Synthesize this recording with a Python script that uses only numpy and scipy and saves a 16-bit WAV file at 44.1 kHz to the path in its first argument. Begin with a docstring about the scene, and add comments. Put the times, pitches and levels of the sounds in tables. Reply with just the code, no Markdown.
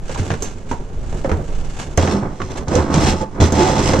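"""A plastic-wrapped sheet-metal appliance is moved over a concrete driveway, in light wind on a
body-worn microphone. First it is rocked: panels knock, a steel part clinks, the wrap crinkles.
A gust swells, and near 2 s the cabinet is set down with a bang. Then come three pulls: the feet
stick and slip, shaking the cabinet and grinding on grit, while the panels groan and knock."""
import sys
import numpy as np
from scipy import signal
from scipy.fft import irfft
from scipy.io import wavfile

SR = 44100
rng = np.random.default_rng(int(sys.argv[2]) if len(sys.argv) > 2 else 0)


def log_audio(samples):
    """Write samples as a 16-bit WAV file to the path given in sys.argv[1]."""
    # one column per channel
    frames = np.atleast_2d(samples).T
    # limit to full scale, then quantise
    limited = np.clip(frames, -1, 1)
    pcm = np.round(limited * 32767).astype(np.int16)
    wavfile.write(sys.argv[1], SR, pcm)


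N = 176400
T = np.arange(N) / SR
TAIL = T[:26460]  # time axis of one ring-out
SOFT_ATTACK = np.minimum(TAIL / .001, 1)

# Stereo image of the two microphone ports. Each row: frequency in Hz, left minus right in dB.
BALANCE = [(250, -2), (550, -5.5), (1000, -5), (2000, -1.5), (4800, 0.6), (7000, -11), (12000, -1)]
# How alike the ports sound. Each row: frequency in Hz, likeness from 0 to 1.
LIKENESS = [(60, 0.89), (250, 1), (500, 0.98), (1000, 0.074), (3000, 0.6), (7000, 0.15)]

# Tone colours of the noise layers. Each row: frequency in Hz, spectral level in dB.
AIR_COLOUR = [(35, -26), (60, 2.5), (489, -14), (4370, -36.5), (6300, -34.5), (10400, -46.5), (14000, -77)]
WIND_COLOUR = [(6, -5.5), (14, -5), (28, -10.5), (100, -31), (1000, -100)]
FILM_COLOUR = [(500, 11), (1400, 9), (4800, 0), (6500, 2.5), (8000, -3), (10000, -13), (14000, -29)]
RUB_COLOUR = [(40, 8.5), (90, 2), (500, -9.5), (1500, -25.5), (4000, -56.5)]
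CONTACT_COLOUR = [(2000, -10.5), (7000, 2), (11000, -16), (14500, -15)]
THUD_COLOUR = [(30, -32), (70, -3), (220, -3), (450, -11.5), (1500, -58)]
PANEL_COLOUR = [(100, -33), (250, 6), (500, 0.5), (1100, -5.5), (2000, -15), (4000, -67)]
CRACK_COLOUR = [(400, 21.5), (1500, 13.5), (4800, 1.5), (6200, 7.5), (7500, -1.5), (10000, -12),
                (14000, -57)]
SHUDDER_COLOUR = [(25, -32), (62, -3.5), (340, -7.5), (700, -18), (1150, -16.5), (1500, -23.5),
                  (2200, -32.5), (4000, -75)]
GRIT_COLOUR = [(600, -34), (1700, -2.5), (2300, -1.5), (5000, -4.5), (6000, -2), (7400, -8), (8200, -13),
               (11000, -27.5), (15000, -38)]

# Wind on the microphone. Each row: time in seconds, level in dB.
GUSTS = [(0, -23.5), (.88, -26), (.96, -18.5), (1.44, -26), (1.58, -13.5), (1.8, -30.5), (4, -25.5)]
# Hands on the wrap. Each row: time in seconds, crinkle level in dB, rub level in dB.
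HANDLING = [(0, -57, -34), (.08, -36, -37.5), (.11, -32, -29.5), (.33, -38, -22.5), (.40, -45, -35),
            (.435, -31, -32), (.62, -50, -36.5), (.685, -46, -28), (.70, -30, -33), (.75, -47, -34.5),
            (.92, -50.5, -32.5), (1.10, -40, -30.5), (1.125, -39.5, -21.5), (1.22, -41, -29.5),
            (1.33, -43, -20.5), (1.76, -39, -35.5), (1.80, -25.5, -26.5), (1.84, -36, -28.5),
            (1.94, -47, -29.5), (2.54, -71, -34.5), (2.575, -29.5, -24), (2.65, -85, -30)]
CRINKLES_PER_S, CRINKLE_SCATTER_DB, CRINKLE_T60_S = 980, 7.5, 0.068

# Short bright contacts: a steel clink, a tick at the bang and a scratch during the drag.
# Each row: start in seconds, level in dB, chatter t60 in seconds.
CONTACTS = [(0.423, -25.5, 0.1), (1.9749, -16.5, 0.022), (3.523, -24, 0.046)]
# The high ring they share. Each row: pitch in Hz, level in dB.
CONTACT_MODES = [(5900, -7), (6350, -2), (7400, -8)]
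# Panel groans. Each row: midpoint in seconds, length in seconds, pitch in Hz, level in dB.
GROANS = [(0.161, 0.02, 967, -28.5), (2.758, 0.059, 509, -15), (2.926, 0.097, 1087, -29.5),
          (2.977, 0.1, 160, -19), (3.054, 0.17, 61.7, -17.5), (3.08, 0.09, 772, -26.5),
          (3.227, 0.029, 519, -23), (3.45, 0.037, 223, -18.5), (3.602, 0.072, 362, -15.5),
          (3.853, 0.059, 345, -25)]
GROAN_SLIPS_PER_S, GROAN_T60_S = 600, .085

# The sheet-metal box's modes. Each row: pitch in Hz, base level in dB, base t60 in seconds.
CABINET_MODES = [(84.5, 4.5, 0.27), (199.8, 1, 0.55), (288.4, -5, 0.26), (367, -3.5, 0.12),
                 (526, -4.5, 0.26), (750.7, -5.5, 0.32), (868, -3.5, 0.25), (943, -16, 0.3),
                 (1128, -8, 0.15)]
# Blows to the box. Each row: start in seconds, thud level in dB, panel level in dB,
# favoured panel pitch in Hz, crack level in dB, crack centre in Hz.
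KNOCKS = [(0.094, -35, -24.5, 520, -27, 2000), (.159, -36, -30, 1000, -31, 1800),
          (0.195, -14, -42, 286, -24, 2240), (0.303, -16, -27.5, 570, -17, 1500),
          (.314, -19.5, -25.5, 400, -20, 1600), (0.339, -23, -47, 704, -22.5, 1710),
          (0.422, -27, -21.5, 447, -33, 5070), (.712, -26.5, -17, 930, -23, 1670),
          (1.245, -48, -14.5, 534, -27.5, 1700), (1.294, -32, -17.5, 520, -24, 1640),
          (1.315, -12, -14, 255, -19, 1500), (1.976, -8.5, -10.5, 630, -13, 1490),
          (1.976, -18, -14, 270, -32, 1500), (2.074, -24, -19, 750, -17.5, 1700),
          (2.402, -40, -22, 1160, -30, 1600), (2.417, -25.5, -31, 1130, -23, 2070),
          (2.682, -18, -22, 344, -24.5, 5900), (2.753, -12.5, -13.5, 503, -16.5, 6000),
          (2.941, -39, -15, 350, -13.5, 6700), (3.402, -25, -19, 834, -22.5, 2520),
          (3.934, -16, -11.5, 500, -17, 3160)]
THUD_HZ, THUD_T60_S, THUMP_HZ, THUMP_T60_S = 88.4, 0.24, 154, 0.043
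PANEL_T60_S, FAVOUR_OCTAVES = 0.14, 0.14

# The drag, one table a pull. Each row: time in seconds, shudder level in dB, grit level in dB.
PULLS = [
    [(1.98, -21, -25.5), (2.04, -18.5, -29.5), (2.11, -20, -34), (2.17, -22, -38.5), (2.26, -23.5, -51.5),
     (2.36, -43, -53), (2.55, -26, -40.5), (2.64, -38.5, -49.5)],
    [(2.66, -24.5, -51), (2.70, -17.5, -34.5), (2.77, -13.5, -25.5), (2.82, -19, -33.5),
     (2.88, -23.5, -40.5), (2.92, -14, -33.5), (2.95, -13.5, -25.5), (2.99, -17, -28), (3.10, -15, -22.5),
     (3.15, -25.5, -41), (3.22, -23, -38), (3.30, -39, -64)],
    [(3.31, -35.5, -56), (3.35, -28, -48), (3.395, -25.5, -57), (3.403, -6.5, -22.5), (3.45, -21, -24.5),
     (3.50, -16, -33), (3.58, -13.5, -22), (3.76, -14.5, -26), (4.0, -15.5, -25)],
]
SLIPS_PER_S, SLIP_SCATTER_DB, SHUDDER_T60_S = 45, 3.5, 0.13  # typical rate for one foot
GRIT_PER_S, GRIT_SCATTER_DB, GRIT_T60_S = 2000, 3.5, .025


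def undb(db):
    """Decibels to gain."""
    return 10 ** (np.asarray(db) / 20)


def unit(x):
    """Scale to rms 1."""
    return x / np.sqrt(np.mean(x ** 2))


def along(points, hz):
    """Read a table on a log-frequency axis."""
    p = np.array(points)
    return np.interp(np.log(np.maximum(hz, 1)), np.log(p[:, 0]), p[:, 1])


def fader(rows, column=1):
    """Ride the gain along a dB column; silent outside the table."""
    p = np.array(rows)
    return undb(np.interp(T, p[:, 0], p[:, column], left=-120, right=-120))


def fade(t60):
    """Exponential decay, 60 dB down after t60 seconds."""
    return np.exp(-np.log(1000) * TAIL / max(t60, .001))


def wander(per_s=7):
    """A gain that swells and sinks at random, rms 1."""
    knots = np.arange(0, T[-1] + 1, 1 / per_s)
    return unit(undb(9 * np.interp(T, knots, rng.uniform(-2.35, 1, len(knots)))))


def noise(colour, size=len(TAIL)):
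    """Coloured noise as the two ports hear it."""
    hz = np.arange(size // 2 + 1) * SR / size
    mid, side = np.exp(2j * np.pi * rng.random((2, len(hz))))
    like, sign = along(LIKENESS, hz), np.array([[1], [-1]])
    ports = mid * np.sqrt(1 + like) + sign * side * np.sqrt(1 - like)
    return unit(irfft(ports * undb(along(colour, hz) + sign * along(BALANCE, hz) / 2), size))


def peaked_noise(colour, hz, octaves):
    """Coloured noise with a bell boost at one frequency."""
    grid = np.geomspace(20, SR / 2, 120)
    bell_db = 9 * np.exp(-(np.log2(grid / hz) / octaves) ** 2 / 2)
    return noise(np.c_[grid, along(colour, grid) + bell_db])


def ring(modes):
    """Struck modes (Hz, dB, t60); higher ones reach the ports out of step."""
    out, power, sign = 0, 0, np.array([[1], [-1]])
    for hz, db, t60 in modes:
        phase = 2 * np.pi * rng.random() + sign * np.arccos(along(LIKENESS, hz)) / 2
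        gain = undb(db + sign * along(BALANCE, hz) / 2)
        out += gain * np.sin(2 * np.pi * hz * TAIL + phase) * fade(t60)
        power += undb(db) ** 2 / 2
    return out / np.sqrt(power)


def clicks(per_s, scatter_db):
    """Randomly timed impulses of scattered size, rms 1."""
    hits = rng.random(N) < per_s / SR
    sizes = undb(scatter_db * np.clip(rng.standard_normal(N), -2, 2))
    return unit(hits * sizes * rng.choice([-1, 1], N))


def through(force, response):
    """Play a force through a response of unit energy."""
    return signal.fftconvolve(force[None], unit(response) / np.sqrt(len(TAIL)), axes=1)[:, :N]


def add(out, at, sound):
    """Mix a sound in at a time in seconds."""
    i = int(at * SR)
    out[:, i:i + sound.shape[1]] += sound[:, :N - i]


def outdoors():
    """Slow wind buffets the microphone over a quiet bed of air."""
    return noise(WIND_COLOUR, size=N) * fader(GUSTS) + undb(-38.5) * noise(AIR_COLOUR, size=N)


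def handling(layers=3):
    """Stretch film crinkles and gloves rub dully on the hollow cabinet."""
    out = 0
    for _ in range(layers):
        film = clicks(CRINKLES_PER_S / layers, CRINKLE_SCATTER_DB) * fader(HANDLING, column=1)
        rub = clicks(per_s=120, scatter_db=6) * fader(HANDLING, column=2)
        out += through(film, noise(FILM_COLOUR) * fade(CRINKLE_T60_S) * SOFT_ATTACK)
        out += through(rub, noise(RUB_COLOUR) * fade(0.17) * (1 - fade(0.00087)))
    return out / np.sqrt(layers)


def bright_contacts():
    """A clink, a tick and a scratch: each is a bright chatter with a ring that lasts twice as long."""
    out = np.zeros((2, N))
    for at, db, t60 in CONTACTS:
        tone = ring([(hz, mode_db, 2 * t60) for hz, mode_db in CONTACT_MODES])
        chatter = noise(CONTACT_COLOUR) * fade(t60)
        add(out, at, undb(db) * (0.78 * tone + chatter))
    return out


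def groans():
    """For a moment a chattering foot drives one panel resonance; which one changes as the load shifts."""
    out = 0
    for at, length, hz, db in GROANS:
        swell = np.cos(np.pi * np.clip((T - at) / length, -.5, .5))
        slips = clicks(GROAN_SLIPS_PER_S, SLIP_SCATTER_DB) * swell
        groan = through(slips, ring([(hz, 0, GROAN_T60_S)]) * SOFT_ATTACK)
        out += undb(db) * unit(groan) * np.sqrt(length / T[-1])
    return out


def thud():
    """The low end of a knock: the box booms and rattles, and the floor pan takes the first shock."""
    boom = ring([(THUD_HZ * (1 + 0.036 * rng.standard_normal()), 0, THUD_T60_S)])
    rattle = noise(THUD_COLOUR) * fade(THUD_T60_S)
    floor_pan = ring([(THUMP_HZ, 0, THUMP_T60_S)])
    return boom + undb(-7.5) * rattle + undb(-4) * floor_pan


def panel(favoured_hz):
    """The mids of a knock: sheet metal rings and clatters, most near the pitch the blow favours."""
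    modes = []
    for hz, db, t60 in CABINET_MODES:
        octaves_off = abs(np.log2(hz / favoured_hz))
        modes.append((hz, db / 2 - 20 * np.tanh(octaves_off / FAVOUR_OCTAVES), t60))
    tone = ring(modes)
    clatter = peaked_noise(PANEL_COLOUR, favoured_hz, FAVOUR_OCTAVES) * fade(PANEL_T60_S)
    return undb(-9) * tone + clatter


def knocks():
    """Each blow thumps the box, rings the panels and cracks at the contact."""
    out = np.zeros((2, N))
    body_attack = 1 - fade(0.007)
    crack_shape = (fade(0.02) + undb(-8) * fade(.16)) * SOFT_ATTACK  # a snap and a softer tail
    for at, thud_db, panel_db, favoured_hz, crack_db, crack_hz in KNOCKS:
        body = undb(thud_db) * thud() + undb(panel_db) * panel(favoured_hz)
        crack = undb(crack_db) * peaked_noise(CRACK_COLOUR, crack_hz, octaves=1)
        add(out, at, body * body_attack + crack * crack_shape)
    return out


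def stick_slip():
    """One foot sticks and slips at uneven intervals; every slip is a short jolt."""
    gap, size = rng.standard_normal((600, 2)).T
    at = (np.cumsum(np.exp(gap / 2)) * SR / SLIPS_PER_S).astype(int)
    jolts = np.zeros(N)
    jolts[at[at < N]] = undb(SLIP_SCATTER_DB * np.clip(size[at < N], -1.5, 1.5))
    return unit(jolts)


def grinding(jolts, gain, grains_per_s):
    """A foot crushes grit in uneven patches, most just after each slip."""
    sliding = unit(signal.fftconvolve(jolts, fade(0.21))[:N])
    grains = unit(clicks(grains_per_s, GRIT_SCATTER_DB) * (1 + 1.2 * sliding))
    patches = unit(np.sqrt(wander()))
    return through(grains * gain * patches, noise(GRIT_COLOUR) * fade(GRIT_T60_S) * SOFT_ATTACK)


def dragging(feet=4):
    """The slipping feet grind over the concrete and make the cabinet shudder and ring."""
    out, shaking = 0, 0
    shudder_gain = sum(fader(pull, column=1) for pull in PULLS)
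    grit_gain = sum(fader(pull, column=2) for pull in PULLS)
    for _ in range(feet):
        jolts = stick_slip()
        force = jolts * shudder_gain
        shaking += force
        shudder = through(force, noise(SHUDDER_COLOUR) * fade(SHUDDER_T60_S) * SOFT_ATTACK)
        out += shudder + grinding(jolts, grit_gain, GRIT_PER_S / feet)
    for hz, db, t60 in CABINET_MODES:  # as the load shifts, the modes take turns
        mode = ring([(hz, 0, t60 / 2)]) * SOFT_ATTACK  # damped by the ground
        out += undb(db - 10) * through(shaking * wander(), mode)
    return out / np.sqrt(feet)


def scene():
    """The driveway mix, from the wind up to the drag."""
    return outdoors() + handling() + bright_contacts() + groans() + knocks() + dragging()


def record(dry):
    """Block drift, close without a click, round the loudest peaks and cut the top."""
    low_cut = signal.butter(1, 8, "high", fs=SR, output="sos")
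    high_cut = signal.ellip(8, .2, 70, 14500, fs=SR, output="sos")
    fade_out = np.minimum((T[-1] - T) / .002, 1)
    centred = signal.sosfilt(low_cut, dry) * fade_out
    rounded = 1.15 * np.tanh(centred / 1.15)
    return signal.sosfilt(high_cut, rounded)


dry = scene()
out = record(dry)
log_audio(out)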